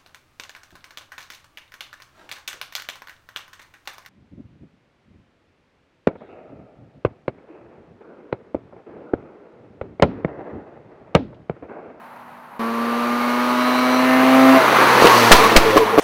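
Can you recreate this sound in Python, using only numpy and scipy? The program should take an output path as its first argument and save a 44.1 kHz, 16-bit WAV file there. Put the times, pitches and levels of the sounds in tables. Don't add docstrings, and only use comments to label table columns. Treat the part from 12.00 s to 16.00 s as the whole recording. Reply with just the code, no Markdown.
import sys
import numpy as np
from scipy import signal
from scipy.fft import rfft, irfft, next_fast_len
from scipy.io import wavfile
from scipy.ndimage import uniform_filter1d, map_coordinates

SR = 44100
rng = np.random.default_rng(int(sys.argv[2]) if len(sys.argv) > 2 else 0)


def int16_out(signal):
    q = np.round(np.clip(np.atleast_2d(signal).T, -1, 1) * 32767)
    wavfile.write(sys.argv[1], SR, q.astype(np.int16))


def ratio(d):
    e = np.asarray(d, float) / 20
    return 10 ** e


N = 176400
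T = np.arange(N) / SR
CUT_S, LIFT_S = 0.594, 2.575


def unit(x):
    return x / np.sqrt(np.mean(x ** 2) + 1e-20)


def along(points, hz):
    f, v = np.transpose(points)
    return np.interp(np.log(hz + 1), np.log(f + 1), v)


def curves(rows):
    s, *cols = np.transpose(rows)
    return [np.interp(T, s, c) for c in cols]


def ramp(from_s, to_s):
    return np.clip((T - from_s) / (to_s - from_s), 0, 1)


def fade_between(from_s, to_s, fade_s):
    return ramp(from_s - fade_s, from_s + fade_s) * (1 - ramp(to_s - fade_s, to_s + fade_s))


def wobble(rate):
    coarse = np.arange(0, N + 64, 64)
    knots = rng.standard_normal(int(N * rate / SR) + 4)
    return np.interp(np.arange(N), coarse, map_coordinates(knots, [coarse * rate / SR]))


def filtered(x, response):
    m = next_fast_len(N + SR // 2)
    return irfft(rfft(x, m) * response(np.fft.rfftfreq(m, 1 / SR)), m)[:N]


def equalised(x, points):
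    return filtered(x, lambda hz: ratio(along(points, hz)))


def coloured(spectrum):
    return unit(equalised(rng.standard_normal(N), spectrum))


def above(x, cut_hz):
    return signal.sosfilt(signal.butter(3, cut_hz, "high", fs=SR, output="sos"), x)


# hz, level_db (per Hz)
DISTANT_RUSH = [(24, -60), (40, -26.5), (204, -4.5), (234, -15), (268, -10), (386, -11), (955, 3.5),
                (3640, -25), (9000, -42), (11700, -61), (19800, -120)]
# start_s, level_db
BUMPS = [
    (0.133, -49),
    (.163, -41),
]


def distant_car():
    drone_hz = 241 + 2.0 * wobble(5.1)
    drone = ratio(-53 + 1.5 + 0.87 * wobble(10.0)) * np.sin(2 * np.pi * np.cumsum(drone_hz) / SR)
    bumps = sum(ratio(db - 60 * np.clip(T - s, 0, 1) / 0.029) * (T > s) for s, db in BUMPS)
    return (ratio(-41 + 0.6 * wobble(24.5)) + bumps) * coloured(DISTANT_RUSH) + drone


# hz, level_db (per Hz)
HAND_RUMBLE = [(15, -10), (30, 0), (60, -6), (100, -20), (200, -60)]


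def handling():
    settle_s = 1.4
    holding = 1 - ramp(settle_s - 0.2, settle_s + 0.2)
    return ratio(-67 + 2.5 * wobble(9)) * holding * coloured(HAND_RUMBLE)


# time_s, note_db, rasp_db
THROTTLE_LEVELS = [
    (.62, -24, -52),
    (.8, -23.5, -50),
    (1.2, -21, -44),
    (1.57, -19, -37.5),
    (2.0, -16, -35.5),
    (2.1, -14, -32.5),
    (2.25, -13, -32.5),
    (2.5, -7.5, -33),
    (2.56, -10.5, -28.5),
]
# order, level_db
ORDERS_FAR = [(1, -31), (2, -2), (3, -18.5), (4, -10), (5, -15.5), (6, -17), (7, -22), (8, -17), (9, -13.5),
              (10, -5.5), (11, -17), (12, -18.5), (13, -32), (14, -39)]
ORDERS_HALFWAY = [(1, -33), (2, -3.5), (3, -23), (4, -18.5), (5, -10.5), (6, -22), (7, -11), (8, -11),
                  (9, -11.5), (10, -7), (11, -16), (12, -16), (13, -42), (14, -44)]
ORDERS_CLOSE = [(1, -28.5), (2, -2), (3, -34), (4, -13), (5, -10), (6, -12), (7, -34), (8, -14.5), (9, -18),
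                (10, -17.5), (11, -32), (12, -34), (13, -32), (14, -24.5)]
# order, level_db
ORDERS_COASTING = [(1, -4.5), (2, -3.5), (3, -2.5), (4, 2), (5, -6.5), (6, -5), (8, -3), (9, -4.5),
                   (10, -15)]
# hz, level_db
RASP_FAR = [(1700, -11), (2250, 8.5), (2600, -7), (2900, 9), (3400, -5), (4050, 6), (4600, 0), (6500, -5)]
RASP_CLOSE = [(1700, 14), (2100, 11.5), (2600, 6), (2850, 7), (3300, -10), (4050, -5), (5000, -17),
              (6500, -27)]
# order, start_s, end_s, level_db
SINGING_ORDERS = [(18, 1.15, 1.47, -42), (18, 1.8, 1.95, -33), (16, 2.05, 2.26, -36), (22, 2.1, 2.35, -36),
                  (14, 2.02, 2.23, -31), (32, 1.5, 2, -47), (33, 1.5, 1.5, -49), (30, 1.55, 1.56, -55),
                  (22, 1.55, 1.83, -43), (27, 2.4, 2.58, -34), (31, 1.7, 2.08, -43)]


def order_tone(turns, order, level_db):
    phase = order * turns - 1 / 4 + 0.45 * (rng.random() - 0.5)
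    return np.sqrt(2) * ratio(level_db) * np.sin(2 * np.pi * phase)


def flutter(order):
    return 0.5 * np.sqrt(order / 4) * wobble(24.99)


def pulling_note(turns):
    nearer, near = ramp(0.85, 1.54), ramp(1.54, 2.22)
    total = 0
    for (k, far), (_, mid), (_, close) in zip(ORDERS_FAR, ORDERS_HALFWAY, ORDERS_CLOSE):
        level_db = far + nearer * (mid - far) + near * (close - mid)
        total = total + order_tone(turns, k, level_db + flutter(k))
    return total


def exhaust_rasp(turns, shaft_hz):
    knots = T[::64]
    turned = ramp(2.01, 2.07)[::64]
    knots_hz = np.interp(knots, T, shaft_hz)
    total = 0
    for k in range(15, 50):
        hz = k * knots_hz
        colour_db = np.interp(T, knots, (1 - turned) * along(RASP_FAR, hz) + turned * along(RASP_CLOSE, hz))
        fading_db = 3 * wobble(2.5) + 2.5 * wobble(25.1)
        odd_db = -4 * (k % 2)
        total = total + order_tone(turns, k, colour_db + fading_db + odd_db)
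    return total


def singing_orders(turns):
    return sum(order_tone(turns, round(k), db - 1.5 + 3.3 * wobble(21.8)) * fade_between(a, b, 0.09)
               for k, a, b, db in SINGING_ORDERS)


def coasting_note(turns):
    shadow_db = -2 * (1 - ramp(3.2, 3.3))
    return sum(order_tone(turns, k, db + (k > 1) * shadow_db + 4.0 * flutter(k) + 1.4 * wobble(9))
               for k, db in ORDERS_COASTING)


def lingering_order(turns, shaft_hz):
    since = np.clip(T - LIFT_S, 0, None)
    level = ratio(-10.5 - 60 * since / 0.38) * ramp(LIFT_S - 0.03, LIFT_S)
    sag_turns = np.cumsum(0.85 * since * shaft_hz) / SR
    return level * np.sin(2 * np.pi * 5 * (turns - sag_turns))


def engine_note(turns, shaft_hz):
    throttle = ratio(-20 * np.clip(T - LIFT_S, 0, 1) / 0.015)
    note_db, rasp_db = curves(THROTTLE_LEVELS)
    coast_db = curves(ROAR_LEVELS)[2]
    pulling = ratio(note_db) * pulling_note(turns) + ratio(rasp_db - 13.5) * exhaust_rasp(turns, shaft_hz)
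    driven = throttle * (singing_orders(turns) + pulling)
    coasting = ratio(coast_db) * (1 - throttle) * coasting_note(turns)
    return lingering_order(turns, shaft_hz) + driven + coasting


# time_s, roar_db, tilt_db_per_octave, coast_db
ROAR_LEVELS = [(.62, -29, -0.5, -34), (.77, -28, 0, -34), (1.36, -24, 1, -32), (2.03, -19.5, 0.5, -23),
               (2.2, -18, 0.5, -24), (2.45, -16, 1, -26), (2.65, -14, 0, -33.5), (2.85, -12, 0, -31),
               (3.05, -9.5, 0.5, -26), (3.25, -12, 2.5, -23), (3.4, -13, 1.5, -26.5), (3.6, -16, 0.5, -30),
               (3.79, -19, 1.5, -30.5), (4, -19, -2, -40.5)]
# hz, level_db (per Hz)
ROAR_SPECTRUM = [(50, -64), (110, -33), (200, -10), (400, -4), (650, -6), (1050, 0), (2200, -11.5),
                 (15500, -39.5)]
# hz, level_db
TAILPIPE_COLOUR = [(150, 1.5), (300, 0.5), (500, 1.5), (750, -0.5), (1100, 0.5), (1500, -2.5), (2000, 0),
                   (3000, 0.5)]


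def roar(turns):
    level_db, tilt_db, _ = curves(ROAR_LEVELS)
    puffs = 1 + 0.1 * np.cos(4 * np.pi * turns) + 0.056 * np.cos(2 * np.pi * turns)
    hz, t, z = signal.stft(above(coloured(ROAR_SPECTRUM) * puffs, 68), SR, nperseg=512)
    patches = uniform_filter1d(rng.standard_normal(z.shape), 6, 0)
    patches = unit(uniform_filter1d(patches, 8, 1))
    tilt = tilt_db[np.minimum((t * SR).astype(int), N - 1)] * np.log2((hz[:, None] + 60) / 1200)
    facing = np.clip((t - 2.9) / (3.05 - 2.9), 0, 1)
    tilt = tilt + facing * along(TAILPIPE_COLOUR, hz)[:, None]
    shaped = signal.istft(z * ratio(tilt + 0.61 * patches), SR, nperseg=512)[1][:N]
    return ratio(level_db + 0.5 * wobble(9.24)) * shaped


# hz, level_db (per Hz)
HISS_SPECTRUM = [(1500, -30), (3000, -17), (4500, 6), (7000, -2.5), (15000, -15)]


def tyre_hiss():
    pass_s, width_s = 3.2, 0.23
    away = (T - pass_s) / width_s
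    return ratio(-24 + 1.8 * wobble(29.69)) / (1 + away ** 2) * ramp(CUT_S, pass_s) * coloured(HISS_SPECTRUM)


# time_s, pitch_hz, level_db
WHISTLE = [
    (2.9, 13700, -66),
    (3.0, 13300, -36),
    (3.25, 12300, -31),
    (3.4, 12080, -62),
]


def whine():
    hz, db = curves(WHISTLE)
    silent = db <= min(WHISTLE[0][2], WHISTLE[-1][2])
    level = ratio(db + 1.3 * wobble(20) - 60 * silent)
    return level * np.sin(2 * np.pi * np.cumsum(hz + 65 * wobble(300)) / SR)


# start_s, ring_db, crack_db, push_db, length_s
BURNS = [(3.022, 1, -19, -40, 0.0026), (3.044, 4, -11, -36, 0.0036), (3.05, 4, -19, -35, 0.0037),
         (3.064, -14, -7, -40, 0.0052), (3.3109, 0.5, -4, -12, 0.0039), (3.3122, 3.5, 8.5, 4, 0.016),
         (3.4, -13, -27, -40, 0.0047), (3.435, -15, -15, -40, 0.0071), (3.517, -9.5, -36, -40, 0.007),
         (3.53, -10, -28, -40, .002), (3.5535, -13, -28, -31, 0.0011), (3.558, -2, 4.5, 2, .011),
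         (3.5766, -1, -20, -12, 0.0031), (3.648, -17, -20, -40, .002), (3.703, -12.5, -18, -40, .001),
         (3.7611, -0.5, -11, -26, .001), (3.7681, 0.5, -19.5, -32, 0.0045), (3.7707, -1.5, -23, -22, .004),
         (3.7773, -4, -30, -30, .002), (3.978, -0.5, -11.5, -30, 0.0012), (3.985, 2, -22, -36, 0.0032),
         (3.9878, -1.5, -20, -30, 0.0024), (3.9944, -2.5, -22, -28, .002)]
# hz, width_hz, level_db
PIPE_RESONANCES = [(313, 200, -1), (492, 150, 7.5), (685, 130, 3.5), (1110, 1070, -3.5)]
# hz, level_db, t60_s
THUMP_MODES = [(461, -10.5, 0.051), (543.1, 0, 0.019), (334, -9.5, 0.024), (654, -10, 0.012),
               (1105, -12, 0.042)]
# hz, level_db (per Hz)
CRACK_SPECTRUM = [(500, 6), (2000, 4.5), (5000, -2.5), (15000, -16)]
# hz, level_db
STREET_COLOUR = [(300, 1.5), (1100, 0), (1600, -3), (8000, 0)]


def pipe_response(hz):
    return sum((-1) ** k * ratio(db) * 1j * hz * w / (c * c - hz * hz + 1j * hz * w)
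               for k, (c, w, db) in enumerate(PIPE_RESONANCES))


def burn(since, hold, t60):
    return np.clip(since / 0.0029, 0, 1) * ratio(-60 * np.clip(since - hold, 0, 1) / t60)


def street_echo(bangs):
    t = np.arange(SR // 2) / SR
    tail = rng.standard_normal(len(t)) * ratio(-60 * t / 0.3) * (t > 0.01)
    return ratio(-15) * signal.fftconvolve(equalised(bangs, STREET_COLOUR), tail / np.linalg.norm(tail))[:N]


def backfire():
    u = np.arange(SR // 4) / SR
    late = 0.0041
    rattle = np.pad(unit(filtered(rng.standard_normal(N), pipe_response)), (0, SR))
    crack = np.pad(coloured(CRACK_SPECTRUM), (0, SR))
    thump = -sum(ratio(db - 60 * u / t60) * np.sin(2 * np.pi * hz * u) for hz, db, t60 in THUMP_MODES)
    bangs, push = np.zeros(N + SR), np.zeros(N + SR)
    for s, ring_db, crack_db, push_db, hold in BURNS:
        at = slice(round(s * SR), round(s * SR) + len(u))
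        rough = ratio(-7) * min(hold / 0.012, 1) * burn(u - 0.002, hold, 0.065) * rattle[at]
        bangs[at] += ratio(ring_db) * (thump + rough)
        bangs[at] += ratio(crack_db) * burn(u - late, 0.69 * hold, 0.038) * crack[at]
        w = np.clip(u - late, 0, 1) / (0.57 * hold + 0.0018)
        push[at] -= ratio(push_db) * w * w * np.exp(2 - 2 * w)
    bangs = above(bangs[:N], 167)
    return bangs + push[:N] + street_echo(bangs)


# start_s, end_s, pitch_hz, level_db
PIPE_HOOTS = [(3.39, 3.425, 450, -22), (3.51, 3.525, 464, -15.5), (3.655, 3.715, 440, -17),
              (3.725, 3.76, 525, -16), (3.775, 3.84, 447, -14.5), (3.805, 3.84, 1000, -22.5),
              (3.86, 3.6, 990, -22.5), (3.92, 3.97, 450, -21), (3.982, 3.993, 621, -5),
              (3.772, 3.782, 1080, -8.5), (3.1, 3.15, 1090, -14.5), (3.06, 3.12, 940, -15.5),
              (3.435, 3.47, 1120, -13), (3.14, 3.3, 240, -25.5)]


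def hoots():
    sway = ratio(2.2 * wobble(60)) * np.exp(0.6j * wobble(45))
    total = np.zeros(N)
    for a, b, hz, db in PIPE_HOOTS:
        sagging_hz = hz - 220 * hz / 1000 * (T - b)
        tone = np.real(sway * np.exp(2j * np.pi * sagging_hz * (T - a)))
        total += ratio(db + 2.5) * fade_between(a, b, 0.0054) * tone
    return total


# time_s, shaft_hz
SHAFT_SPEED = [
    (.6, 113.4),
    (.89, 117.8),
    (1.91, 126.8),
    (2.43, 131.8),
    (2.6, 132.6),
    (2.8, 130.9),
    (3.0, 124.4),
    (3.25, 116.1),
    (3.5, 110.8),
    (4, 107.1),
]


def scene():
    shaft_hz, = curves(SHAFT_SPEED)
    turns = np.cumsum(shaft_hz * (1 + 0.00074 * wobble(28.5))) / SR
    passing = handling() + engine_note(turns, shaft_hz) + roar(turns) + tyre_hiss()
    passing = passing + whine() + backfire() + hoots()
    return np.where(np.arange(N) < CUT_S * SR, distant_car(), passing)[None]


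def band_limit(x):
    return signal.sosfilt(signal.butter(12, 15820, fs=SR, output="sos"), x)


# hz, level_db
MIC_COLOUR = [(2500, -0.5), (3500, -2.5), (4100, 0), (5200, -5), (6000, -1.5), (7000, -7.5), (8700, -7.5),
              (15000, -3)]


def mirror_image(x):
    carrier_hz = 44100 - 32000
    edge = filtered(x, lambda hz: (np.minimum(hz, 4040) / 1000) ** 0.98)
    folded = edge * np.cos(2 * np.pi * carrier_hz * np.arange(N) / SR)
    return ratio(-23.5) * filtered(folded, lambda hz: (hz / carrier_hz) ** 0.31)


def record(dry):
    x = equalised(dry[0], MIC_COLOUR)
    bounce = filtered(x, lambda hz: np.exp(-2j * np.pi * hz * 0.000446))
    x = x + 0.085 * (1 - ramp(2.24, 3.7)) * bounce
    top, knee = 1.04, 42
    x = x / (1 + np.abs(x / top) ** knee) ** (1 / knee)
    x = x + mirror_image(x) + ratio(-68) * rng.standard_normal(N)
    x = filtered(x, lambda hz: 1j * hz / (3.8 + 1j * hz) * (hz < 15800))
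    return band_limit(np.clip(x, -1, 1)[None])


dry = scene()
out = record(dry)
int16_out(out)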